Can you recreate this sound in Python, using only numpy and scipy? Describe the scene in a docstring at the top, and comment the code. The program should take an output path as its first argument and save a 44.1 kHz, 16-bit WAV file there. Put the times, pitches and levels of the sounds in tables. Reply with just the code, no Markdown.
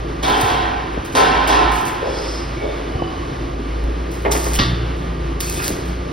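"""Stick welding on a steel tube frame in a big bare-walled hall: six seconds, made from noise, clicks and modes.
First the arc spits close by (clicks on flickering hiss) while far steel bars clatter and ring (struck modes).
Mid-way come dull knocks (bursts of banded noise), a far scrape, wavering squeals (resonant noise) and thuds
(gliding sines); then more knocks, a short bar struck, and the arc's densest spits with the tube ringing under it.
All along run an engine drone and a motor whine (wavering sines) over the wash of the site (coloured noise)."""
import sys
import numpy as np
from scipy import signal
from scipy.fft import rfft, irfft
from scipy.io import wavfile

SR = 44100
rng = np.random.default_rng(int(sys.argv[2]) if len(sys.argv) > 2 else 0)


def persist_wave(psi):
    """Save psi, clipped to +-1, as 16-bit WAV."""
    counts = np.round(np.clip(psi, -1, 1) * 32767).astype(np.int16)
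    wavfile.write(sys.argv[1], SR, np.atleast_2d(counts).T)


N = 269892
T = np.arange(N) / SR


def amp(db):
    """dB to gain."""
    return 10 ** (np.asarray(db) / 20)


def rms_one(x):
    """Scale to unit rms."""
    return x / np.sqrt(np.mean(x ** 2) + 1e-20)


def lowpass(x, order, cut_hz):
    """Butterworth treble cut."""
    return signal.lfilter(*signal.butter(order, cut_hz, fs=SR), x)


def highpass(x, cut_hz):
    """Second-order Butterworth bass cut."""
    return signal.sosfilt(signal.butter(2, cut_hz, "high", fs=SR, output="sos"), x)


def bandpass(x, order, low_hz, high_hz):
    """Butterworth band."""
    return signal.sosfilt(signal.butter(order, [low_hz, high_hz], "band", fs=SR, output="sos"), x)


def column(rows, index=1):
    """One column of a time curve, read at every sample."""
    rows = np.array(rows)
    return np.interp(T, rows[:, 0], rows[:, index])


def at_hz(points, hz):
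    """A curve over frequency, read on a log-frequency axis."""
    points = np.array(points)
    return np.interp(np.log(hz + 1), np.log(points[:, 0]), points[:, 1])


def coloured(x, spectrum):
    """Give a signal a spectrum; rms 1."""
    hz = np.arange(N // 2 + 1) * SR / N
    return rms_one(irfft(rfft(x) * amp(at_hz(spectrum, hz)), N))


def drift(rate_hz):
    """Slow random wander of rms 1: noise twice through a one-pole low-pass, at a fortieth of the sample rate."""
    r = np.exp(-80 * np.pi * rate_hz / SR)
    noise = rng.standard_normal(N // 40 + 2002)
    slow = signal.lfilter([1], [1, -2 * r, r * r], noise)[2000:]   # without its run-in
    return np.interp(np.arange(N) / 40, np.arange(len(slow)), rms_one(slow))


def ring(x, hz, t60):
    """One mode: a unit click sets a sine of height 1 ringing, down 60 dB after t60 seconds."""
    r = amp(-60 / (t60 * SR))
    w = 2 * np.pi * hz / SR
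    return signal.lfilter([0, np.sin(w)], [1, -2 * r * np.cos(w), r * r], x + 1e-18)


def peaks(x, table):
    """Noise twice through each of a few resonances."""
    out = 0
    for hz, width, db in table:
        t60 = 1.4 / width
        out = out + amp(db) * rms_one(ring(ring(x, hz, t60), hz, t60))
    return out


def grains(per_s, spread_db):
    """Random clicks of very uneven size; rms 1."""
    sizes = amp(spread_db * np.minimum(rng.exponential(1, N), 5)) * rng.choice([-1, 1], N)
    return rms_one(sizes * (rng.random(N) < per_s / SR))


def swell(start, rise, hold, db, fade_db_per_s):
    """Rise, hold, then a steady fade in dB."""
    t = T - start
    fade_db = fade_db_per_s * np.maximum(t - rise - hold, 0)
    return np.clip(t / rise, 0, 1) * amp(db - fade_db)


# Flares of the arc, and the bright hiss of the steel crashes at 0.22, 1.15 and 1.47 s. Each row: start in seconds,
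# hold in seconds, sizzle level in dB, fade in dB per second.
SIZZLE_SWELLS = [(0.224, .01, -33, 300), (0.26, 0.054, -37, 85), (0.367, 0.005, -35, 400),
                 (0.397, 0.027, -33, 96), (0.929, 0.0037, -54, 395), (1.043, 0.0024, -39.5, 198),
                 (1.118, .03, -40.5, 90), (1.154, 0.018, -34, 145), (1.47, 0.0092, -31, 402),
                 (1.713, 0.077, -36.5, 200), (1.848, 0.028, -33.5, 211), (4.106, 0.0074, -43, 65),
                 (4.31, 0.0038, -19, 296), (4.34, 0.12, -31, 147), (4.441, 0.0085, -32, 102),
                 (4.529, 0.018, -26, 352), (4.957, 0.0045, -52, 90), (5.398, 0.18, -31, 150),
                 (5.634, 0.022, -25.5, 213), (5.667, 0.004, -33, 258), (5.852, 0.027, -46, 194)]
# The loudest spits. Each row: time in seconds, click level in dB before trim and bass cut.
ARC_SPITS = [(0.377, -19), (0.4034, -31), (0.4125, 0), (0.4444, -30), (1.0535, -30), (1.713, -37),
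             (1.7393, -29), (1.8794, -17), (3.8397, -19), (4.318, -9), (4.421, -22), (4.436, -20),
             (4.4455, -15), (4.52, -13), (4.554, -8), (5.405, -2), (5.409, -2), (5.498, -4), (5.545, -18),
             (5.5657, -22), (5.628, -6), (5.633, -8), (5.647, -9), (5.663, -14), (5.6802, 5), (5.7, -10),
             (5.706, -13), (5.714, -17)]
# Colour of the sizzle. Each row: frequency in Hz, density in dB per Hz (relative).
SIZZLE_SPECTRUM = [(600, 5), (1500, 6.5), (3000, 3), (5000, 10), (7500, 14), (10500, 1.5), (13000, 10),
                   (15500, -20), (17000, -30)]
SIZZLE_RISE_S = 0.0059
POPS_PER_S, POP_DB, POP_TOP_HZ = 220, -4, 5900   # spatter; level against the sizzle swells
POP_FIZZ_DB = -7   # pops fizz less than spits
SPIT_TRIM_DB, SPIT_LOW_HZ = -4, 1500   # the bass cut serves spits, pops and fizz


def arc():
    """Tiny discharges on flickering hiss (also the crashes' treble), spatter pops, and lone spits that fizz."""
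    swells = [swell(start, SIZZLE_RISE_S, *rest) for start, *rest in SIZZLE_SWELLS]
    level = np.sqrt(sum(one ** 2 for one in swells))
    plasma = 0.78 * grains(1700, spread_db=4.0) + 2.2 * rng.standard_normal(N)
    sizzle = level * amp(0.68 * drift(54)) * coloured(plasma, SIZZLE_SPECTRUM)
    pops = lowpass(amp(POP_DB) * level * grains(POPS_PER_S, spread_db=2.0), 2, POP_TOP_HZ)
    spits = np.zeros(N)
    for s, db in ARC_SPITS:
        spits[int(s * SR)] = amp(db + SPIT_TRIM_DB)
    fizz_source = spits + amp(POP_FIZZ_DB) * np.abs(pops)
    fizz_level = signal.lfilter([.4], [1, -np.exp(-1 / (0.001 * SR))], fizz_source)   # dies with a 1 ms constant
    fizz = fizz_level * rng.standard_normal(N)
    return sizzle + highpass(spits + pops + fizz, SPIT_LOW_HZ)


BLOW_SPREAD_DB = 2.5   # how unevenly one fall strikes the modes


def steel(blows, modes, body, crack_db, ring_db):
    """Each fall is a clatter of contacts: a broad crack, and tight mode clusters struck unevenly each time."""
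    contacts = grains(3000, spread_db=3.0)
    bursts = []
    for s, db, length, cut_hz in blows:
        part = slice(int(s * SR), int((s + 6 * length) * SR))
        t = T[part] - s
        envelope = np.exp(-t / length) * (1 - np.exp(-t / 0.0029))
        burst = amp(db) * contacts[part] * envelope
        bursts.append((part, lowpass(burst, 2, min(cut_hz, .4 * SR))))

    def clatter(strengths_db):
        """All falls in line, each with its own strength."""
        out = np.zeros(N)
        for (part, burst), db in zip(bursts, strengths_db):
            out[part] += amp(db) * burst
        return out

    even = clatter(np.zeros(len(blows)))
    out = amp(crack_db) * np.std(even) * coloured(even, body)
    split_modes = [(hz * split, db, t60) for hz, db, t60 in modes for split in (.995, 1.0, 1.005)]
    uneven_db = BLOW_SPREAD_DB * rng.standard_normal((len(blows), len(split_modes)))
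    heard = slice(bursts[0][0].start, bursts[-1][0].stop + SR)   # ring on for a second after the last fall
    for k, (hz, db, t60) in enumerate(split_modes):
        out[heard] += amp(db + ring_db) * ring(clatter(uneven_db[:, k])[heard], hz, t60)
    return out


# Long bars dropped far off. Each row: start in seconds, relative level in dB, clatter decay constant in seconds,
# contact cut-off in Hz.
BAR_DROPS = [(.227, -21.5, 0.044, 4870), (.275, -24.5, 0.047, 2950), (.33, -34, 0.083, 3940),
             (.4, -29.5, 0.043, 5000), (.48, -28, 0.065, 4400), (.59, -38.5, 0.098, 2900),
             (1.15, -15.5, 0.019, 7500), (1.168, -14.5, 0.011, 4570), (1.2, -17, 0.0094, 3140),
             (1.25, -25.5, 0.041, 4440), (1.33, -32, 0.34, 3540), (1.478, -23.5, 0.052, 6470),
             (1.52, -27, 0.048, 2790)]
# Modes of the long bars. Each row: frequency in Hz, relative level in dB, 60 dB decay in seconds.
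LONG_BAR_MODES = [(270, -13, .4), (330, -10, .5), (415, -15, .4), (452, -8, .5), (560, -13, .3),
                  (640, -12, .3), (731, -3, .35), (768, -1, .35), (823, -3, .5), (890, -4, .45),
                  (930, -4, .4), (964, -4, .5), (1008, -3, .55), (1041, 0, .6), (1085, -6, .35),
                  (1130, -7, .4), (1276, -11, .4), (1348, -8, .6), (1416, -9, .4), (1560, -5, .45),
                  (1810, -12, .6), (1940, -12, .4), (2308, -14, .6), (2435, -14, .4), (2713, -13, .5),
                  (2920, -13, .3), (3165, -10, .3), (3270, -11, .3), (3415, -10, .3), (3610, -10, .4),
                  (3890, -14, .3)]
# Crack of a long bar. Each row: frequency in Hz, colouring in dB (relative).
LONG_BAR_CRACK = [(120, -67), (250, -11.5), (500, -1), (750, -11.5), (1100, 2.5), (1500, 4), (2300, -6.5),
                  (3500, -1.5), (4500, -4.5), (9000, -10), (16000, -12)]


def dropped_bars():
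    """Long steel bars clatter and ring; a bass cut keeps mainly the sound above 220 Hz."""
    return highpass(steel(BAR_DROPS, LONG_BAR_MODES, LONG_BAR_CRACK, crack_db=14.0, ring_db=-34.0), 220)


# A shorter bar struck. Each row: start in seconds, relative level in dB, clatter decay constant in seconds,
# contact cut-off in Hz.
SHORT_BAR_BLOWS = [(4.587, -16.5, 0.013, 6000), (4.61, -31, 0.058, 5383), (4.68, -53, 0.017, 4000)]
# Modes of the short bar. Each row: frequency in Hz, relative level in dB, 60 dB decay in seconds.
SHORT_BAR_MODES = [(1168, 0, .3), (1491, -8, .25), (1733, -9, .18), (1916, -6, .18), (2213, -9, .2),
                   (2700, -9, .2), (2939, -6, .2), (3241, -9, .2), (3490, -11, .9), (3639, -9, .4),
                   (3876, -7, .22), (4027, -6, .22), (4194, -10, .3), (4457, -8, .35), (4678, -10, .22),
                   (4931, -8, .3), (5437, -10, .3), (5760, -13, .15)]
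# Crack of the short bar. Each row: frequency in Hz, colouring in dB (relative).
SHORT_BAR_CRACK = [(300, 7), (900, -18), (1300, 7.5), (2500, -12), (3500, 0), (5500, -2), (7500, -11),
                   (12000, -43)]


def struck_bar():
    """A shorter bar clangs: the same crack and ringing, with higher modes."""
    return steel(SHORT_BAR_BLOWS, SHORT_BAR_MODES, SHORT_BAR_CRACK, crack_db=17.5, ring_db=-30.5)


# Dull knocks and scuffs. Each row: start in seconds, nominal peak in dB, lowest Hz, highest Hz,
# decay constant in seconds, hall send in dB.
KNOCK_BLOWS = [(0.975, -11.5, 138, 637, 0.0028, -11), (2.018, -21.5, 414, 617, 0.12, -3.5),
               (2.072, -18, 375, 750, 0.0098, -3), (2.185, -28.5, 367, 580, 0.0065, 14),
               (2.607, -31.5, 410, 751, 0.022, 17), (2.643, -32, 524, 660, 0.0051, 13.5),
               (3.02, -12, 201, 880, 0.0059, -14), (3.413, -28, 202.3, 600, 0.0054, -20),
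               (3.593, -20, 200.2, 600, 0.01, -17), (4.251, -12, 297.6, 2600, 0.0061, -2),
               (4.259, -13, 300, 2786, 0.0096, -28), (4.262, -20.5, 273, 1220, 0.0075, 13.5),
               (4.27, -21, 220, 900, 0.0054, -16), (4.279, -27, 300, 3200, 0.0044, -16),
               (4.322, -14, 278, 2430, 0.0012, 0), (4.351, -14.5, 400, 2780, 0.007, -21),
               (4.364, -18.5, 397, 2430, 0.0043, -19), (4.466, -15.5, 390, 1900, 0.0062, -5),
               (4.559, -21.5, 2670, 3405, 0.0042, 4), (5.638, -26, 1100, 3007, 0.0044, -17),
               (5.703, -15.5, 186, 657, 0.011, -9), (5.824, -54, 253, 685, 0.0082, -18)]
KNOCK_CREST_DB = 11.5   # nominal peak over rms
KNOCK_EDGE = 5.1   # the first contact, against the rough tail


def knocks():
    """Short rough bursts in a band, heaviest at its low end; returns the near sound and the hall send."""
    near, far = np.zeros(N), np.zeros(N)
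    rough = rng.standard_normal(N)
    for s, db, low_hz, high_hz, length, hall_db in KNOCK_BLOWS:
        part = slice(int(s * SR), int((s + 7 * length) * SR))
        t = T[part] - T[part][0]
        burst = rough[part] * np.exp(-t / length) * (1 - np.exp(-t / 0.0015))
        burst[0] += KNOCK_EDGE
        heavy = lowpass(burst, 1, 1.2 * low_hz)
        blow = amp(db - KNOCK_CREST_DB) * rms_one(bandpass(heavy, 3, low_hz, high_hz))
        near[part] += blow
        far[part] += blow * amp(hall_db)
    return near, far


# Low thuds. Each row: start in seconds, level in dB, settled pitch in Hz, start pitch over end pitch,
# 60 dB decay in seconds.
THUDS = [(0.431, -11.5, 57, 2.45, 0.12), (2.951, -9, 55.3, 1.7, 0.085), (3.835, -19, 39.76, 0.89, 0.17),
         (4.59, -18.5, 116.3, 1.34, 0.99), (4.597, -24, 173, 1.17, 0.73)]


def thuds():
    """Lone decaying sines with a soft start; the pitch glides, mostly downwards, as the contact lets go."""
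    out = np.zeros(N)
    glide_s = .025
    for s, db, hz, start, t60 in THUDS:
        t = np.maximum(T - s, 0)
        cycles = hz * (t + (start - 1) * glide_s * (1 - np.exp(-t / glide_s)))
        envelope = 1000 ** (-t / t60) * (1 - np.exp(-t / .004))
        out += amp(db) * np.sin(2 * np.pi * cycles) * envelope
    return out


# Faint hums, squeals, and from 5.4 s the tube ringing under the arc. Each row: start in seconds, end in seconds,
# relative level in dB, frequency in Hz, width in Hz, hall send in dB.
WAVERING_TONES = [(1.25, 1.7, -42, 152, 9.1, -4), (2.35, 2.63, -39, 135, 8.9, -4),
                  (3.22, 3.75, -41, 126, 9, -4), (2.04, 2.36, -47, 3400, 80, -6),
                  (2.56, 2.8, -44, 2244, 40, -10), (2.62, 2.82, -47, 3530, 160, -8),
                  (2.88, 3.24, -46, 2980, 35, -8), (2.95, 3.1, -49, 2650, 50, -8),
                  (2.92, 3.2, -39, 760, 30, -4), (2.9, 3.18, -54, 4860, 90, -10),
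                  (2.93, 3.35, -39, 1110, 70, -6), (5.41, 5.53, -42, 4500, 150, -20),
                  (5.55, 5.62, -44, 3550, 120, -20), (5.59, 5.7, -31, 1500, 300, -20),
                  (5.47, 5.56, -44, 2550, 200, -20), (5.57, 5.67, -39, 2550, 200, -20),
                  (5.62, 5.71, -41, 4720, 130, -20), (5.41, 5.46, -39, 1550, 200, -20)]


def wavering():
    """Narrow resonances fed with noise swell fast, flicker and fade; returns near sound and hall send."""
    near, far = np.zeros(N), np.zeros(N)
    white = rng.standard_normal(N + SR)
    flicker = amp(1.5 * drift(15))
    for start, end, db, hz, width, hall_db in WAVERING_TONES:
        first, last = int(start * SR), min(int(end * SR), N)
        tone = peaks(white[first:last + SR // 4], [(hz, width, db)])[SR // 4:]   # after a quarter second run-in
        envelope = np.abs(np.sin(np.pi * np.linspace(0, 1, last - first) ** 0.6)) ** 0.7
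        tone = tone * flicker[first:last] * envelope
        near[first:last] += tone
        far[first:last] += tone * amp(hall_db)
    return near, far


# Far scraping hiss, one row: start in seconds, swell in seconds, hold in seconds, relative level in dB,
# fade in dB per second.
SCRAPE_SWELL = (2, 0.19, 0.17, -45, 85)
# Its resonances. Each row: frequency in Hz, width in Hz, relative level in dB.
SCRAPE_RESONANCES = [(5250, 300, -4), (5200, 1100, -2), (5670, 150, -12), (6100, 900, -6), (7400, 700, -7),
                     (8540, 70, -22), (8800, 500, -14), (10900, 1300, -20)]


def scrape():
    """Noise through high resonances, swelling once and flickering slightly."""
    hiss = peaks(rng.standard_normal(N), SCRAPE_RESONANCES)
    return swell(*SCRAPE_SWELL) * amp(.8 * drift(20)) * hiss


# Engine drone. Each row: time in seconds, pitch in Hz, rms level in dB.
ENGINE_DRONE = [(0, 54.55, -30.5), (1.0, 53.84, -30), (1.09, 55.4, -63), (1.22, 53.5, -30),
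                (1.76, 54.3, -23), (1.89, 54.2, -51), (2.11, 54.7, -29.5), (2.95, 54.23, -29.5),
                (3.18, 54.56, -33), (3.42, 53.4, -27), (3.62, 52.8, -28), (3.86, 56.1, -18),
                (4.08, 57.8, -27.5), (4.25, 58.4, -24), (4.53, 58.5, -20), (4.89, 58.84, -21.5),
                (5.02, 57.3, -27.5), (5.27, 55.2, -22.5), (5.62, 55.77, -31.5), (5.75, 56.84, -40),
                (5.9, 59, -22.5), (6.12, 59.7, -33)]
# Engine orders. Each row: multiple of the drone pitch, level in dB before the rev curve.
ENGINE_ORDERS = [(1.5, -37), (2, -40), (2.5, -38), (3, -34)]
# How far the orders stand out. Each row: time in seconds, gain in dB.
ENGINE_REVS = [(0, -9), (3.7, -10.5), (4.7, -2), (6.12, -3)]


def engine():
    """A wavering low sine with a few flickering orders above it."""
    phase = 2 * np.pi * np.cumsum(column(ENGINE_DRONE)) / SR
    tone = amp(column(ENGINE_DRONE, index=2) + 0.64 * drift(4.9)) * np.sin(phase)
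    for multiple, db in ENGINE_ORDERS:
        order_level = amp(db + column(ENGINE_REVS) + 2.0 * drift(6.7))
        tone = tone + order_level * np.sin(multiple * phase)
    return np.sqrt(2) * tone


WHINE_HZ, WHINE_DB, WHINE_WAVER_HZ = 1190, -42, 7.0   # pitch, rms level, rms pitch waver


def whine():
    """A thin motor whine: a sine that wavers a little in pitch and level."""
    phase = 2 * np.pi * np.cumsum(WHINE_HZ + WHINE_WAVER_HZ * drift(5.2)) / SR
    return np.sqrt(2) * amp(WHINE_DB + 1.5 * drift(7.0)) * np.sin(phase)


# Wash of the site. Each row: time in seconds, rumble level in dB, hiss level in dB.
WASH_LEVELS = [(0, -28.5, -33), (1.0, -29.5, -33), (2.2, -32, -31), (3.2, -28.5, -33), (4.1, -29, -33.5),
               (5.2, -29.5, -33.5), (6.12, -29, -32)]
# Colour of the rumble. Each row: frequency in Hz, density in dB per Hz (relative).
RUMBLE_SPECTRUM = [(20, -20), (40, 0), (60, 9.5), (90, -1.5), (130, 3), (200, -7.5), (300, -1.5),
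                   (420, -0.5), (560, -3), (1000, -22.5), (2000, -66)]
# Colour of the hiss. Each row: frequency in Hz, density in dB per Hz (relative).
HISS_SPECTRUM = [(500, 3.5), (800, 4.5), (1500, 2), (2500, -4), (4000, -8.5), (6000, -15), (7400, -20),
                 (8600, -23), (11000, -28), (13500, -34.5), (16000, -57)]
# Resonances in the wash. Each row: frequency in Hz, width in Hz, level in dB.
WASH_RESONANCES = [(275, 25, -37), (340, 20, -34), (1020, 25, -49), (1120, 30, -47), (1190, 40, -49),
                   (3000, 90, -57)]


def wash():
    """Diffuse stereo rumble and hiss of the site, coloured from noise, with a few resonant tones in it."""
    white = rng.standard_normal((3, 2, N))
    rumble = amp(column(WASH_LEVELS) + 1.0 * drift(4)) * coloured(white[0], RUMBLE_SPECTRUM)
    hiss = amp(column(WASH_LEVELS, index=2) + .8 * drift(5)) * coloured(white[1], HISS_SPECTRUM)
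    return rumble + hiss + peaks(white[2], WASH_RESONANCES)


# Decay of the hall. Each row: frequency in Hz, 60 dB decay in seconds.
HALL_DECAY = [(100, 1.4), (500, 1.19), (1000, 1.53), (2000, 1.99), (4000, 0.96), (8000, 0.53),
              (16000, 0.26)]


def hall(x):
    """Two unrelated tails of noise, each octave dying at its own rate, after a very short build-up."""
    t = np.arange(2 * SR) / SR
    tail = 0
    for low_hz in 44 * 2. ** np.arange(9):
        octave = bandpass(rng.standard_normal((2, len(t))), 2, low_hz, min(2 * low_hz, .45 * SR))
        tail = tail + octave * 1000 ** (-t / at_hz(HALL_DECAY, 1.41 * low_hz))
    tail = tail * (1 - np.exp(-t / 0.00029))
    tail = tail / np.sqrt(np.sum(tail ** 2) / 2)
    return signal.fftconvolve(x[None], tail, axes=1)[:, :N]


def scene():
    """Direct sounds sit in the middle; the hall and the wash spread around them."""
    bars, clang, scraping = dropped_bars(), struck_bar(), scrape()
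    knock, knock_send = knocks()
    tones, tone_send = wavering()
    weld, thud = arc(), thuds()
    direct = knock + weld + thud + clang + amp(-4.5) * bars + amp(8.0) * scraping
    direct = direct + engine() + whine() + amp(3.0) * tones
    sent = bars + scraping + knock_send + tone_send
    sent = sent + amp(-11.5) * clang + amp(-2.5) * thud + amp(-5.5) * weld
    return direct + wash() + amp(-2.0) * hall(sent)


# Phase between the two microphone ports. Each row: frequency in Hz, left lead in radians.
PORT_LEAD = [(60, 0), (300, -.3), (450, -1.2), (600, -2.8), (1000, -3.1), (1500, -4.4), (1900, -6.28),
             (5300, -6.28), (6100, -4.6), (6900, -3.14), (7900, -3.14), (8700, -1.9), (9900, 0), (11400, 0),
             (12300, 1.8), (13100, 3.14), (14100, 3.14), (14700, 4.8), (15200, 6.28)]
# Stereo width. Each row: frequency in Hz, share of the side signal from 0 to 1.
SIDE_SHARE = [(60, .0002), (250, .01), (450, .05), (700, .45), (1000, .4), (1400, .5), (1750, .2),
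              (2100, .012), (2800, .005), (5200, .003), (6000, .06), (7000, .003), (7900, .003), (8800, .1),
              (9800, .002), (11300, .002), (12200, .1), (13300, .003), (14100, .003), (15000, .1)]
# Balance of the ports. Each row: frequency in Hz, left minus right in dB.
LEFT_OVER_RIGHT = [(200, 0), (300, -1), (500, 1.5), (800, -2.5), (1500, -2), (2000, 0)]
CUTOFF_HZ = 16900


def record(dry):
    """A middle and a side signal feed two ports, shifted in phase by band; peaks are clipped, the top is cut."""
    hz = np.arange(N // 2 + 1) * SR / N
    share = np.clip(at_hz(SIDE_SHARE, hz), 0, 1)
    middle = rfft(dry[0]) * np.sqrt(1 - share)
    side = 1j * rfft(dry[1]) * np.sqrt(share)   # a quarter turn apart: neither port is favoured
    half_lead = np.exp(.5j * np.interp(hz, *np.transpose(PORT_LEAD)))
    turn = half_lead * amp(at_hz(LEFT_OVER_RIGHT, hz) / 2)
    pair = irfft([(middle + side) * turn, (middle - side) / turn], N)
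    top_cut = signal.cheby2(12, 70, CUTOFF_HZ, fs=SR, output="sos")
    return signal.sosfilt(top_cut, np.clip(pair, -1, 1))


dry = scene()
out = record(dry)
persist_wave(out)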